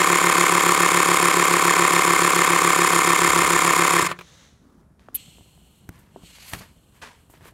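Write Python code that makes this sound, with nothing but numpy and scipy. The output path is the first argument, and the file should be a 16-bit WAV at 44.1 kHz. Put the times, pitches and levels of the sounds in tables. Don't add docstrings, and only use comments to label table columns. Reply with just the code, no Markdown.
import sys
import numpy as np
from scipy import signal
from scipy.fft import rfft, irfft
from scipy.io import wavfile

SR = 44100
rng = np.random.default_rng(int(sys.argv[2]) if len(sys.argv) > 2 else 0)


def unload_audio(sound):
    columns = np.transpose(np.atleast_2d(sound))
    steps = np.round(np.clip(columns, -1, 1) * 32767)
    wavfile.write(sys.argv[1], SR, steps.astype(np.int16))


N = 332073
TIME = np.arange(N) / SR


def amp(db):
    return 10 ** (np.asarray(db) / 20)


def unit(x):
    return x / np.sqrt(np.mean(x ** 2) + 1e-20)


def curve(rows):
    return np.interp(TIME, *np.transpose(rows))


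def add(mix, s, sound):
    part = mix[round(s * SR):][:len(sound)]
    part += sound[:len(part)]


def colour(x, spectrum, lifts=(), size=4096):
    hz = np.fft.rfftfreq(size, 1 / SR)
    f, db = np.transpose(spectrum)
    power = amp(np.interp(np.log(hz + 1), np.log(f), db)) ** 2
    for centre, width, lift_db in lifts:
        bell = 1 / (1 + (2 * (hz - centre) / width) ** 2)
        power = power * (1 + (amp(lift_db) ** 2 - 1) * bell)
    log_gain = np.log(np.r_[power, power[-2:0:-1]] + 1e-12) / 2
    response = np.exp(np.conj(signal.hilbert(log_gain)))
    taps = np.fft.ifft(response).real[:size // 2]
    return signal.oaconvolve(x, taps / np.linalg.norm(taps))[:len(x)]


def resonate(x, hz, width):
    pole = np.exp((2j * np.pi * hz - np.pi * width) / SR)
    return unit(signal.lfilter([1], [1, -pole], x).real)


def wander(hz):
    lowpass = np.exp(-(np.fft.rfftfreq(N, 1 / SR) / hz) ** 2)
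    return unit(irfft(rfft(rng.standard_normal(N)) * lowpass, N))


def grit(grain_db, size=N):
    noise, unevenness = rng.standard_normal((2, size))
    return unit(noise * amp(grain_db * np.clip(unevenness, -2.5, 2.5)))


def ring(modes, length_s=0.29):
    t = np.arange(int(length_s * SR)) / SR
    out = np.zeros(len(t))
    for hz, db, t60 in modes:
        out += amp(db) * np.exp(-np.log(1000) * t / t60) * np.sin(2 * np.pi * hz * t)
    return out


def swell(start, attack, hold, t60, db=0):
    rise = np.clip((TIME - start) / attack, 0, 1)
    since_hold = np.maximum(TIME - start - attack - hold, 0)
    return rise * amp(db) * np.exp(-np.log(1000) * since_hold / t60)


def together(gains):
    return np.linalg.norm(gains, axis=0)


def rush(gain, spectrum, grain_db=0, flicker_db=1, lifts=()):
    flicker = amp(flicker_db * wander(60))
    return colour(grit(grain_db) * gain * flicker, spectrum, lifts)


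# pitch_hz, relative_level_db
OUTDOOR_COLOUR = [(15, -44), (25, -8), (70, -1), (241, -14), (572, -22.5), (1060, -24.5), (1430, -26),
                  (2890, -41.5), (11100, -39), (14200, -47.5), (15800, -56)]


def outdoors(level_db=-61):
    return amp(level_db) * colour(rng.standard_normal(N), OUTDOOR_COLOUR)


# start_s, attack_s, t60_s, rubber_level_db, treble_level_db
STROKES = [(4.995, .01, 0.61, -62, -78), (5.88, .07, 0.97, -58.5, -70), (5.98, .015, .2, -69, -63),
           (6.43, 0.11, 0.31, -49, -44), (6.528, 0.0085, 0.11, -33, -55), (6.6, .02, 0.24, -46.5, -66),
           (6.92, 0.047, 0.32, -58.5, -65.5), (7.014, 0.009, 0.38, -38, -66),
           (7.293, 0.0091, 0.33, -63, -58), (7.32, 0.028, .35, -56, -69), (7.39, 0.095, 0.13, -49.5, -57)]
# start_s, attack_s, t60_s, level_db
SHIFTS = [(3.12, .22, 2.2, -41), (5.05, 0.088, 4.3, -56.5), (5.82, 0.059, 1.1, -52.5),
          (6.52, 0.042, 0.63, -45.5), (7.3, .2, 1, -52)]
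# start_s, attack_s, hold_s, level_db
LOW_SWELLS = [(4.585, 0.08, 0.12, -57), (4.948, 0.17, 0.039, -57.5), (6.15, 0.018, 0.062, -54),
              (6.537, 0.018, .1, -59)]
# pitch_hz, relative_level_db
RUBBER_COLOUR = [(150, -21), (250, -7), (302, -21), (420, -6), (852, -6.5), (929, 0), (1360, -6),
                 (1640, -3.5), (2160, -6.5), (9390, -21.5), (15500, -38)]
TREBLE_COLOUR = [(3000, -27), (8000, 0), (11000, -2), (13000, 2), (14500, -8), (15800, -12)]
SHIFT_COLOUR = [(20, -19), (40, -5.5), (65, -0.5), (110, -7), (170, -3.5), (260, -11.5), (420, -18.5),
                (1000, -27), (3000, -45), (12000, -60.5)]
LOW_COLOUR = [(120, -16), (250, -1), (380, -14), (600, -26), (1200, -20), (2200, -38), (6000, -38),
              (12000, -47)]
GRIP_S, GRIP_DB = 4.1, -59
LOW_T60_S = 0.32


def handling():
    rubber = together([swell(s, attack, 0, t60, db) for s, attack, t60, db, _ in STROKES])
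    treble = together([swell(s, attack, 0, t60, db) for s, attack, t60, _, db in STROKES])
    grip = amp(GRIP_DB) * (TIME > GRIP_S)
    shifts = together([swell(s, attack, 0, t60, db) for s, attack, t60, db in SHIFTS] + [grip])
    low = together([swell(s, attack, hold, LOW_T60_S, db) for s, attack, hold, db in LOW_SWELLS])
    out = rush(rubber, RUBBER_COLOUR, grain_db=6, flicker_db=0.7)
    out += rush(treble, TREBLE_COLOUR, grain_db=7, flicker_db=2)
    out += rush(shifts, SHIFT_COLOUR, flicker_db=2.5)
    return out + rush(low, LOW_COLOUR, flicker_db=2)


# start_s, thump_gain_db, knock_gain_db, click_gain_db, dull_above_hz
KNOCKS = [(4.995, -60, -54, -45, 5000), (5.086, -53, -50, -31, 1900), (5.146, -46, -50, -60, 1000),
          (5.384, -71, -47.5, -55, 2000), (5.409, -46, -50, -67, 1000), (5.577, -55, -52, -54, 2500),
          (5.891, -33, -54, -31.5, 14000), (6.161, -56, -32, -62, 810), (6.235, -40.5, -44, -64, 700),
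          (6.385, -63, -64, -38, 5020), (6.524, -45, -50, -40, 8000), (6.5348, -30, -32, -18.5, 12000),
          (6.55, -42, -52, -28, 6000), (6.61, -56, -51, -34, 5000), (7.299, -47, -51, -55, 3000),
          (7.339, -56, -46, -44, 3000), (7.409, -61, -50, -44, 3000), (7.456, -54, -45, -35, 3000)]
# pitch_hz, relative_level_db, t60_s
CHUCK_MODES = [(310, -11, 0.063), (391, -7.5, 0.098), (498, -5, 0.027), (690, 3.5, 0.016),
               (915, -0.5, 0.019), (1250, -32, 0.013), (1640, -11, 0.018), (2610, -12, .01)]
TUBE_MODES = [(64.6, -14, 0.27), (107, 2, 0.069), (170, -3, 0.11), (280, 4, 0.0244)]
# pitch_hz, relative_level_db
CLICK_COLOUR = [(40, -28), (300, 12), (1200, 7.5), (2700, 4), (4500, -3), (9000, 0.5), (12500, -4),
                (15500, 0)]
CLICK_S = .0016


def knocks():
    out, thump = np.zeros(N), ring(TUBE_MODES)
    thinning = signal.butter(2, 200, "highpass", fs=SR)
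    knock = signal.lfilter(*thinning, ring(CHUCK_MODES))
    t = TIME[:len(thump)]
    for s, thump_db, knock_db, click_db, dull_hz in KNOCKS:
        click = colour(rng.standard_normal(len(t)) * np.exp(-t / CLICK_S), CLICK_COLOUR)
        blow = amp(thump_db) * thump + amp(knock_db) * knock + amp(click_db) * click
        softness = signal.butter(2, dull_hz, fs=SR)
        add(out, s, signal.lfilter(*softness, blow))
    return out


# start_s, attack_s, hold_s, t60_s
BLEED_RUSH = (4.11, .13, .2, .65)
SPIT_RUSH = (5.144, .008, .0055, .03)
JET_RUSH = (6.2, .26, .1, .45)
# start_s, attack_s, open_for_s, gush_level_db, seep_level_db
LEAKS = [(5.142, 0.018, 0.61, -47.5, -64.5), (6.09, .09, 0.088, -64.5, -68),
         (6.205, 0.052, 0.96, -51.5, -68)]
# pitch_hz, relative_level_db
BLEED_COLOUR = [(290, -33), (500, 1), (610, -6), (2070, -2.5), (2640, -7), (3830, 0), (4800, -9.5),
                (6210, -2.5), (8250, -13), (15000, -27.5)]
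SPIT_COLOUR = [(880, -65), (1500, -30), (2660, -19), (4480, -22), (5400, -29), (7260, -20), (8660, -24),
               (11600, 4), (14900, -3), (15800, -22.5)]
JET_COLOUR = [(290, -39.5), (500, -6), (1180, -3), (1990, 0.5), (2160, 5), (3850, -1.5), (4380, 5),
              (5280, -5), (6740, -2), (9650, -10), (11300, -3), (13000, -11), (15500, -26.5)]
LEAK_COLOUR = [(900, -34.5), (2200, -11), (2800, -4), (3600, -8), (4800, -17.5), (6200, -13), (7300, -8.5),
               (8600, -6.5), (10300, -27), (11600, -14), (13100, -19.5), (15500, -32.5)]
FIZZ_COLOUR = [(5000, -25), (8000, -4), (11500, -4), (13500, -8), (15800, -14)]
# pitch_hz, width_hz, lift_db
GAP = [(2980, 290, 5.5), (3270, 150, 3), (4260, 160, 12.5), (7750, 350, 3)]
BLEED_DB, SPIT_DB, JET_DB = -55, -21, -47.5
FIZZ_DB = -4
GUSH_T60_S, SEAL_T60_S = 1.17, 1.4


def escaping_air():
    bleed = amp(BLEED_DB) * rush(swell(*BLEED_RUSH), BLEED_COLOUR, flicker_db=0.5)
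    spit = amp(SPIT_DB) * rush(swell(*SPIT_RUSH), SPIT_COLOUR, flicker_db=3)
    jet = amp(JET_DB) * rush(swell(*JET_RUSH), JET_COLOUR, grain_db=2.5, flicker_db=2)
    gushes = [swell(s, attack, 0, GUSH_T60_S, db) for s, attack, _, db, _ in LEAKS]
    seeps = [swell(s, attack, hold, SEAL_T60_S, db) for s, attack, hold, _, db in LEAKS]
    leak = rush(together(gushes + seeps), LEAK_COLOUR, flicker_db=0.9, lifts=GAP)
    fizz = amp(FIZZ_DB) * rush(together(seeps), FIZZ_COLOUR, flicker_db=1)
    return bleed + spit + jet + leak + fizz


# start_s, gain_db
JOLTS = [(4.025, 8), (4.114, -1), (4.188, -14)]
# pitch_hz, relative_level_db, t60_s
SHUDDER_MODES = [(151, -42.5, .45), (176, -36.5, 0.32), (350, -30, 0.12)]
# start_s, gain_db
CLACKS = [(4.114, -24), (4.189, -31), (4.21, -35)]
CLACK_S, CLACK_TREBLE_DB = 0.0069, -24


def stall():
    shudder, blows = np.zeros(N), np.zeros(N)
    for s, db in JOLTS:
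        add(shudder, s, amp(db) * ring(SHUDDER_MODES))
    for s, db in CLACKS:
        add(blows, s, amp(db) * np.exp(-TIME / CLACK_S))
    blows = blows * rng.standard_normal(N)
    treble = amp(CLACK_TREBLE_DB) * colour(blows, PISTON_COLOUR)
    return shudder + colour(blows, GEAR_COLOUR) + treble


# multiple_of_crank_speed, rms_level_db
HUM = [(1, -59), (2, -53), (3, -54), (3.8, -50), (4, -52), (4.8, -36), (5, -35), (6, -49.5), (7, -47),
       (8, -44.5), (9, -37.5), (9.6, -43), (9.8, -36.5), (10, -37.5), (10.2, -62.5), (10.8, -51.5),
       (11, -41), (11.2, -41), (12, -40), (13, -39.5), (14, -37.5), (15, -39), (17, -47), (21, -45),
       (22, -38.5)]


def hum(turns, push=0.035, motor_lead=0.32):
    out = np.zeros(N)
    for multiple, db in HUM:
        lead = (multiple - round(multiple)) * motor_lead
        out += amp(db) * np.cos(2 * np.pi * (multiple * (turns - push) + lead))
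    return np.sqrt(2) * out


# time_s, turns_per_s
SPEED = [(0, 35.56), (1, 35.47), (2, 35.21), (3, 34.99), (3.5, 34.82), (4.0, 34.73), (4.03, 26), (4.07, 22),
         (4.12, 18), (4.135, 7), (4.19, 0)]
# place_turns, length_turns, pitch_at_peak_hz, pitch_fall_share_per_length, peak_db
REEDS = [(.015, .061, 1120, .09, -9.4), (0, .06, 2170, .05, -19), (.22, .04, 1020, .03, -23),
         (.47, .04, 1150, .03, -23), (.75, .04, 1080, .03, -19)]


def reeds(turns, uneven_db=-0.07, stall_db=6):
    out, speed = np.zeros(N), np.maximum(curve(SPEED), 1)
    for place, length, hz, fall, db in REEDS:
        since = (turns - place + .5) % 1 - .5
        cycles = hz * since / speed * (1 - fall * since / length / 2)
        envelope = np.exp(-(since / length) ** 2 / 2)
        out += amp(db + uneven_db * wander(30)) * envelope * np.cos(2 * np.pi * cycles)
    return out * amp(stall_db * (speed / speed[0] - 1))


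def teeth(turns, repeat, grain_db, crank_share, count=5):
    size = round(SR / SPEED[0][1])
    place = np.round(turns * size).astype(int)
    crank, mesh = grit(grain_db, size), grit(grain_db, size * count)
    worn = np.sqrt(crank_share) * crank[place % size]
    worn += np.sqrt(1 - crank_share) * mesh[place % len(mesh)]
    return np.sqrt(repeat) * worn + np.sqrt(1 - repeat) * grit(grain_db)


LAST_STROKE_S, REST_S = 4.076, 4.19
EFFORT_POWER = 1.2
UNLOAD_S = 0.0073


def effort(speed, idle_db):
    idle = np.clip((TIME - LAST_STROKE_S) / UNLOAD_S, 0, 1)
    return speed ** EFFORT_POWER * amp(idle_db * idle)


# place_turns, gear_clatter_db, piston_air_db, intake_whistle_db
CYCLE = [(.02, 2, 4.5, -8.5), (.13, 2.5, -6, -19), (.22, -1.5, -6, -13.5), (.31, -3, -6, -18),
         (.37, 1.5, -6, -4.5), (.47, 6.5, -2, -1), (.62, 3, -1.5, -10), (.71, 5, 5, -4.5),
         (.81, -1.5, -6, -7), (.88, 8, 6, -0.5)]
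# pitch_hz, relative_level_db
GEAR_COLOUR = [(100, -38), (250, -19.5), (350, 1), (500, -8), (600, -6.5), (860, -11.5), (1000, 3),
               (1250, -1.5), (1480, -6), (1950, -6.5), (2350, -3), (2850, -11), (4000, -14.5),
               (8000, -30.5)]
PISTON_COLOUR = [(500, -29.5), (2000, 1), (3300, -3.5), (3750, 6), (4000, -23.5), (4500, 0.5), (5500, -1.5),
                 (6100, -2.5), (7000, 4.5), (9000, -3), (10500, -4), (11800, -1), (14000, -11.5),
                 (15800, -17.5)]
# pitch_hz, width_hz, lift_db
CASING = [(724, 32, 6), (1146, 14, 8.5), (1368, 30, 7), (1545, 65, 7), (1794, 68, 9), (2105, 64, 7.5),
          (2400, 20, -0.5), (2570, 100, 3.5), (3247, 130, 6), (4277, 75, 8.5), (4620, 18, 5.5),
          (5300, 200, 4.5), (8600, 52, 5.5), (9360, 240, 14), (10970, 270, 5)]
# pitch_hz, width_hz, relative_level_db
INTAKE = [(6860, 160, -1), (7067, 140, 4.5), (7340, 340, 9), (7900, 300, -30.5)]
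IDLE_GEARS_DB, IDLE_AIR_DB = -5, -14
SHAKE_POWER = 4.2


def compressor(gears_db=-24, piston_db=-27.5, intake_db=-31, jitter_turns=.003):
    turns = .34 + np.cumsum(curve(SPEED)) / SR
    turns = turns + jitter_turns * wander(25)
    beat = np.cos(2 * np.pi * (turns - .3) / 5)
    place, *columns = np.transpose(CYCLE)
    clatter, air, suck = (amp(np.interp(turns, place, column, period=1)) for column in columns)

    impacts = teeth(turns, repeat=.55, grain_db=3, crank_share=.1)
    gears = amp(gears_db) * colour(clatter * impacts, GEAR_COLOUR, CASING)
    puffs = teeth(turns, repeat=0.69, grain_db=2.5, crank_share=0.31)
    piston = amp(piston_db) * colour(air * puffs, PISTON_COLOUR, CASING)
    draught = suck * (TIME < REST_S) * grit(grain_db=2)
    whistle = sum(amp(db) * resonate(draught, hz, width) for hz, width, db in INTAKE)
    intake = amp(intake_db) * unit(whistle)

    speed = curve(SPEED) / SPEED[0][1]
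    rattle = reeds(turns) * amp(0.5 * beat) + gears * amp(0.91 * beat)
    rattle = rattle * effort(speed, IDLE_GEARS_DB)
    hiss = (piston + intake) * amp(0.73 * wander(74)) * effort(speed, IDLE_AIR_DB)
    return rattle + hiss + speed ** SHAKE_POWER * hum(turns)


def scene():
    hands = handling() + knocks()
    pump = stall() + compressor()
    return (outdoors() + hands + escaping_air() + pump)[None]


def record(dry):
    thinned = signal.lfilter(*signal.butter(2, 42, "highpass", fs=SR), dry)
    taps = signal.firwin(511, 15850, window=("kaiser", 9), fs=SR)
    return signal.oaconvolve(thinned, taps[None], "same")


dry = scene()
out = record(dry)
unload_audio(out)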